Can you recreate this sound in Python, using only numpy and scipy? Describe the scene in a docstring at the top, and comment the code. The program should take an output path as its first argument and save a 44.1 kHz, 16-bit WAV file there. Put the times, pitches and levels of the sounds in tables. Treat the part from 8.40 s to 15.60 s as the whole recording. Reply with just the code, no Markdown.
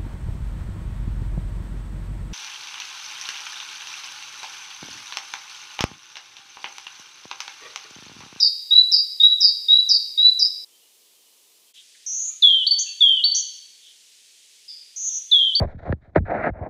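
"""A great tit among trees, heard on one microphone, with other birds calling faintly far off.
It opens with a see-saw of a buzzy high note and a pure low one, which stops dead after two seconds.
A pause follows; then, over a duller hiss, come high buzzes and falling slurs that jump to a thin whistle.
Each note is a near-sine from the syrinx, shaken into a buzz when the membrane trembles.
On the way to the microphone, trunks and foliage scatter the notes into a long tail."""
import sys
import numpy as np
from scipy import signal
from scipy.fft import rfft, irfft
from scipy.io import wavfile
from scipy.ndimage import uniform_filter1d, minimum_filter1d

SR = 44100
rng = np.random.default_rng(int(sys.argv[2]) if len(sys.argv) > 2 else 0)


def pcm_store(signal):
    """Save signal as 16-bit PCM."""
    levels = np.round(np.clip(np.atleast_2d(signal), -1, 1) * 32767)
    wavfile.write(sys.argv[1], SR, levels.astype(np.int16).T)


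N = 317520
SEE_SAW_ENDS_S, DULL_HISS_STARTS_S = 2.249, 3.335
WOOD_T60_S, NEAR_T60_S, TREBLE_T60_S = 0.92, 0.21, 0.64


def see_saw_song(t):
    """The near bird alternates two notes; a low one is still dying away among the trees as it opens."""
    # Each row: start in seconds, length in seconds, top pitch in Hz, time to the crest in seconds,
    # relative level in dB.
    low_notes = [(0.306, 0.12, 3993, 0.063, -9), (0.798, 0.14, 3921, 0.048, -7.5),
                 (1.282, 0.13, 3954, 0.049, -9), (1.774, .135, 3986, 0.11, -11.5)]
    # Each row: start in seconds, length in seconds, pitch in Hz, flick in Hz, glide in Hz per second,
    # buzz swing in Hz, relative level in dB.
    buzzy_notes = [ (.000, 0.09, 4988, 1400, -4000, 122, -12.5), (.516, 0.087, 4945, 1348, -2200, 115, -12),
                   (1.005, 0.11, 5014, 1400, -3000, 120, -11.5),
                   (1.488, 0.097, 5000, 1905, -4000, 139, -12.5),
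                   (1.991, 0.093, 4860, 1986, 2199.5, 55.1, -14)]
    notes = sing(low_note, low_notes) + sing(buzzy_note, buzzy_notes)
    lingering = from_db(-31) * band_noise(hz=3850, width_hz=190) * from_db(-60 * t / WOOD_T60_S)
    song = from_db(-2) * wood(notes, near_db=-2.5, far_db=-11) + lingering
    return song * fade(SEE_SAW_ENDS_S - t, .003)


def slurred_song():
    """The near bird again: high buzz, falling slur, a leap to the whistle and a short buzz to close."""
    # Each row: start in seconds, length in seconds, base pitch in Hz, opening flick in Hz,
    # sag in Hz per second, relative level in dB.
    slurs = [(4.02, .24, 3319, 1517, 1297, -7), (4.604, 0.22, 3285, 203, 1461, -8),
             (6.912, .234, 3327, 1150, 1165, -8)]
    # Each row: start in seconds, length in seconds, pitch in Hz, leap in Hz, attack in seconds,
    # relative level in dB.
    whistles = [ (4.265, 0.032, 4544, 1936, 0.0027, -12.5), (4.307, 0.051, 4525, 297, 0.0059, -10.5),
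                (4.837, 0.062, 4500, 1945, 0.0024, -10.5), (4.905, 0.047, 4540, 100, 0.016, -16.5),
                (7.149, 0.083, 4604, 1700, 0.0042, -12.5)]
    # Each row: start in seconds, length in seconds, pitch in Hz, glide in Hz per second, bend in Hz,
    # relative opening level in dB, swell in dB per second.
    high_buzzes = [ (3.662, .25, 6137, 2550, -70, -26.5, 0.5), (4.387, 0.056, 6160, 7070, 110, -19, -120),
                   (4.946, 0.08, 6057, 3470, 96, -17.5, -95), (6.56, .145, 6236, 1537, 66.5, -31.5, 69),
                   (6.686, .11, 6214, 400, -31, -30.5, 62.5)]
    pure = sing(slur, slurs) + sing(whistle, whistles)
    # throat and open beak pass only a band around the high notes
    beak = signal.butter(3, (5330, 7370), "band", fs=SR, output="sos")
    buzzes = signal.sosfilt(beak, sing(high_buzz, high_buzzes))
    return from_db(-1.5) * wood(pure + buzzes, near_db=-7.5, far_db=-10.5)


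def syrinx(t, pitch, level_db, swing_hz=0, tremor_hz=212, throb=0, attack_s=0.0042,
           waver_hz=10, octave_db=-55, release_s=.018):
    """One gliding near-sine; a fast tremor of the membrane swings its pitch and loudness into a buzz."""
    wavering = pitch + waver_hz * drift(250, len(t))
    shake = 2 * np.pi * np.cumsum(tremor_hz * (1 + 0.084 * drift(90, len(t)))) / SR
    phase = 2 * np.pi * np.cumsum(wavering + swing_hz * np.cos(shake)) / SR
    # the loudness throbs at the tremor's rate, deeper as the note takes hold
    pulsing = rms_one(1 - throb * fade(t, 0.012) * np.cos(shake + 1.52))
    gain = from_db(level_db) * pulsing * fade(t, attack_s) * fade(t[-1] - t, release_s)
    return np.sqrt(2) * gain * (np.sin(phase) + from_db(octave_db) * np.sin(2 * phase))


def low_note(t, hz, crest_s, db, scoop_hz=262.3, scoop_s=0.04):
    """A nearly pure note that scoops up to its pitch, with a faint rasp just under it."""
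    pitch = hz - scoop_hz * np.exp(-t / scoop_s)
    level = db + arch_db(t, crest_s, rise_db=3, decay_db_per_s=102)
    rasp = from_db(-30) * drift(800, len(t)) * syrinx(t, pitch - 99, level)
    return syrinx(t, pitch, level, attack_s=0.0066, waver_hz=22.6, octave_db=-55.5) + rasp


def buzzy_note(t, hz, flick_hz, glide, swing_hz, db, flick_s=.004):
    """The see-saw's high note: a flick from above, then a deeply throbbing glide."""
    pitch = hz + glide * t + flick_hz * np.exp(-t / flick_s)
    level = db + arch_db(t, peak_s=.04, rise_db=3.5, decay_db_per_s=113)
    return syrinx(t, pitch, level, swing_hz, tremor_hz=217.1, throb=1, attack_s=0.0043,
                  waver_hz=28, octave_db=-49.5)


def slur(t, hz, flick_hz, sag, db):
    """A loud pure note that loses pitch and strength together, with a small hook down near its end."""
    flick_s, fall_hz, fall_s = 0.0036, 315, .034
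    hook_hz, hook_width_s, hook_lead_s = 119, 0.0078, 0.0246
    fall = flick_hz * np.exp(-t / flick_s) + fall_hz * np.exp(-t / fall_s)
    hook = hook_hz * np.exp(-((t[-1] - hook_lead_s - t) / hook_width_s) ** 2)
    pitch = hz + fall - sag * t - hook
    level = db + arch_db(t, peak_s=0.022, rise_db=6, decay_db_per_s=97.5)
    return syrinx(t, pitch, level, attack_s=0.0077, waver_hz=23.94, octave_db=-66)


def whistle(t, hz, leap_hz, attack_s, db, leap_s=0.00215):
    """A thin note that leaps from below and holds its pitch as it fades."""
    pitch = hz - leap_hz * np.exp(-t / leap_s)
    level = db + arch_db(t, peak_s=0.0057, rise_db=2.5, decay_db_per_s=231.5)
    return syrinx(t, pitch, level, attack_s=attack_s, waver_hz=20, octave_db=-50.5)


def high_buzz(t, hz, glide, bend_hz, db, swell):
    """A rising, slightly bent note shaken over a wide span of pitch."""
    pitch = hz + glide * t + bend_hz * np.sin(np.pi * t / t[-1])
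    level = db + swell * t
    return syrinx(t, pitch, level, swing_hz=363.2, tremor_hz=217.6, throb=.45, attack_s=0.0025,
                  waver_hz=55)


def wood(x, near_db, far_db):
    """From perch to microphone: direct sound, a ground bounce, near branches and a long diffuse tail."""
    ground_delay_s, ground_db, leaf_cut_hz = 0.0096, -14.5, 5400
    t = np.arange(int(1.2 * SR)) / SR
    branches = rng.standard_normal(len(t)) * (rng.random(len(t)) < 2500 / SR)
    near = branches * fade(t, 0.0065) * from_db(-60 * t / NEAR_T60_S)
    diffuse = rng.standard_normal(len(t)) * fade(t, .05)
    # leaves and air swallow the treble sooner
    low = signal.sosfiltfilt(signal.butter(6, leaf_cut_hz, fs=SR, output="sos"), diffuse)
    far = low * from_db(-60 * t / WOOD_T60_S) + (diffuse - low) * from_db(-60 * t / TREBLE_T60_S)
    response = from_db(near_db) * near / np.linalg.norm(near)
    response += from_db(far_db) * far / np.linalg.norm(far)
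    response[int(ground_delay_s * SR)] += from_db(ground_db)
    return x + signal.fftconvolve(x, response)[:N]


def far_birds(t):
    """Faint neighbours deep in the wood, which blurs their chirps into puffs of noise."""
    # Each row: start in seconds, length in seconds, pitch in Hz, glide in Hz per second,
    # buzz swing in Hz, relative level in dB.
    buzzes = [(3.546, 0.02, 2130, -29000, 250, -54), (4.458, 0.083, 2750, -900, 80, -45.5),
              (6.279, 0.17, 4930, -1100, 220, -38.5)]
    # Each row: start in seconds, length in seconds, pitch in Hz, relative level in dB.
    whistles = [ (2.310, 0.058, 3123, -63.5), (2.411, 0.056, 2916, -64.5), (2.756, .07, 3128, -69.5),
                (2.853, 0.071, 2945, -70), (3.261, 0.049, 3190, -66), (3.874, 0.091, 1278, -70.5),
                (3.879, 0.098, 2356, -63), (4.445, 0.093, 1735, -67.5), (5.1, .1, 5360, -54.5),
                (6.285, 0.057, 3530, -52.5), (6.882, 0.054, 3450, -48)]
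    # Each row: centre in seconds, half-length in seconds, centre in Hz, half-width in Hz, level in dB.
    chirps = [(0.36, 0.04, 2206, 200, -56.5), (0.841, 0.057, 2144, 200, -65.5),
              (3.388, 0.042, 3330, 847.6, -46), (5.473, 0.098, 3360, 667, -51.5),
              (6.733, 0.15, 3450, 691, -56)]
    calls = sing(far_buzz, buzzes) + sing(far_whistle, whistles)
    blurred = sum(from_db(db) * band_noise(hz, width_hz) * np.exp(-2 * ((t - centre_s) / span_s) ** 2)
                  for centre_s, span_s, hz, width_hz, db in chirps)
    return from_db(-0.5) * wood(calls, near_db=-4.5, far_db=-6) + blurred


def far_buzz(t, hz, glide, swing_hz, db):
    """A neighbour's short, fading buzz."""
    level = db + arch_db(t, peak_s=0.017, rise_db=1.5, decay_db_per_s=93.5)
    return syrinx(t, hz + glide * t, level, swing_hz, throb=0.25, waver_hz=60.9)


def far_whistle(t, hz, db):
    """A neighbour's soft, unsteady whistle."""
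    return syrinx(t, hz, db, attack_s=.016, waver_hz=34.8)


def air(t):
    """Light hiss over a faint drone; it drops after the see-saw, dips briefly and comes back duller."""
    # The colour of the hiss under the see-saw, in the pause and under the slurred song.
    # Each row: frequency in Hz, relative level in dB.
    opening_colour = [(40, -31.5), (130, -15), (200, -12), (380, -5), (780, -10), (1000, -7), (1450, -16.5),
                      (2200, -4), (3200, 0), (8000, 1.5), (15500, -3)]
    pause_colour = [(40, -28), (80, -27), (200, -10), (420, 0.5), (780, -6.5), (1000, -4.5), (1550, -11.5),
                    (3000, 2), (8000, 1), (15500, -3.5)]
    dull_colour = [(40, -32.5), (80, -31), (200, -20), (420, -15.5), (780, -20), (1250, -21), (2200, -7.5),
                   (3200, -1), (6500, -2), (9500, -7), (13000, -19), (15500, -21.5)]
    opening = fade(SEE_SAW_ENDS_S - t, 0.0036)
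    pause = (1 - opening) * fade(DULL_HISS_STARTS_S - t, 0.026)
    closing = fade(t - DULL_HISS_STARTS_S, 0.011)
    # a low distant rush swells under the see-saw by 3 dB a second
    rush = from_db(-70 + 3 * (t - SEE_SAW_ENDS_S)) * band_noise(hz=413, width_hz=260)
    drone = from_db(-84.5) * band_noise(hz=443, width_hz=100)
    return (opening * (from_db(-52) * hiss(opening_colour) + rush)
            + pause * from_db(-56.5) * hiss(pause_colour)
            + closing * from_db(-53) * hiss(dull_colour)
            + drone)


def hiss(colour):
    """Steady noise of a given colour, rms 1."""
    hz, db = np.transpose(colour)
    f = np.maximum(np.fft.rfftfreq(N, 1 / SR), 1)
    gain = from_db(np.interp(np.log(f), np.log(hz), db))
    return rms_one(irfft(rfft(rng.standard_normal(N)) * gain, N))


def band_noise(hz, width_hz):
    """Noise in one bell-shaped band, rms 1."""
    f = np.fft.rfftfreq(N, 1 / SR)
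    bell = np.exp(-2 * ((f - hz) / width_hz) ** 2)
    return rms_one(irfft(rfft(rng.standard_normal(N)) * bell, N))


def sing(note, rows):
    """Play one kind of note for every row of its table."""
    out = np.zeros(N)
    for start_s, length_s, *traits in rows:
        sound = note(np.arange(int(length_s * SR)) / SR, *traits)
        at = round(start_s * SR)
        out[at:at + len(sound)] += sound[:N - at]
    return out


def arch_db(t, peak_s, rise_db, decay_db_per_s):
    """Level of a note that swells to its peak and then dies away."""
    return np.minimum(rise_db * (t / peak_s - 1), decay_db_per_s * (peak_s - t))


def fade(t, length_s):
    """Smooth step from 0 at t = 0 to 1 at length_s."""
    return np.sin(np.pi / 2 * np.clip(t / length_s, 0, 1)) ** 2


def drift(rate, size):
    """Random wandering of spread about 1."""
    knots = rng.standard_normal(4096)
    return np.interp(np.arange(size) * rate / SR, np.arange(len(knots)), knots)


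def from_db(db):
    """Decibels to gain."""
    return 10 ** (np.asarray(db) / 20)


def rms_one(x):
    """Scale to rms 1."""
    return x / np.sqrt(np.mean(x ** 2) + 1e-20)


def scene():
    """Both songs, the neighbours and the air, as they reach one microphone."""
    t = np.arange(N) / SR
    return (see_saw_song(t) + slurred_song() + far_birds(t) + air(t))[None]


def record(dry):
    """A smooth limiter holds peaks under full scale, the end is eased out and the top is cut steeply."""
    ceiling, cutoff_hz = .9, 15500
    safe_gain = minimum_filter1d(np.minimum(1, ceiling / (np.abs(dry) + 1e-9)), size=601)
    held = dry * uniform_filter1d(uniform_filter1d(safe_gain, size=301), size=301)
    eased = held * fade(np.arange(N)[::-1] / SR, .003)
    return signal.sosfilt(signal.ellip(12, .1, 90, cutoff_hz, fs=SR, output="sos"), eased)


dry = scene()
out = record(dry)
pcm_store(out)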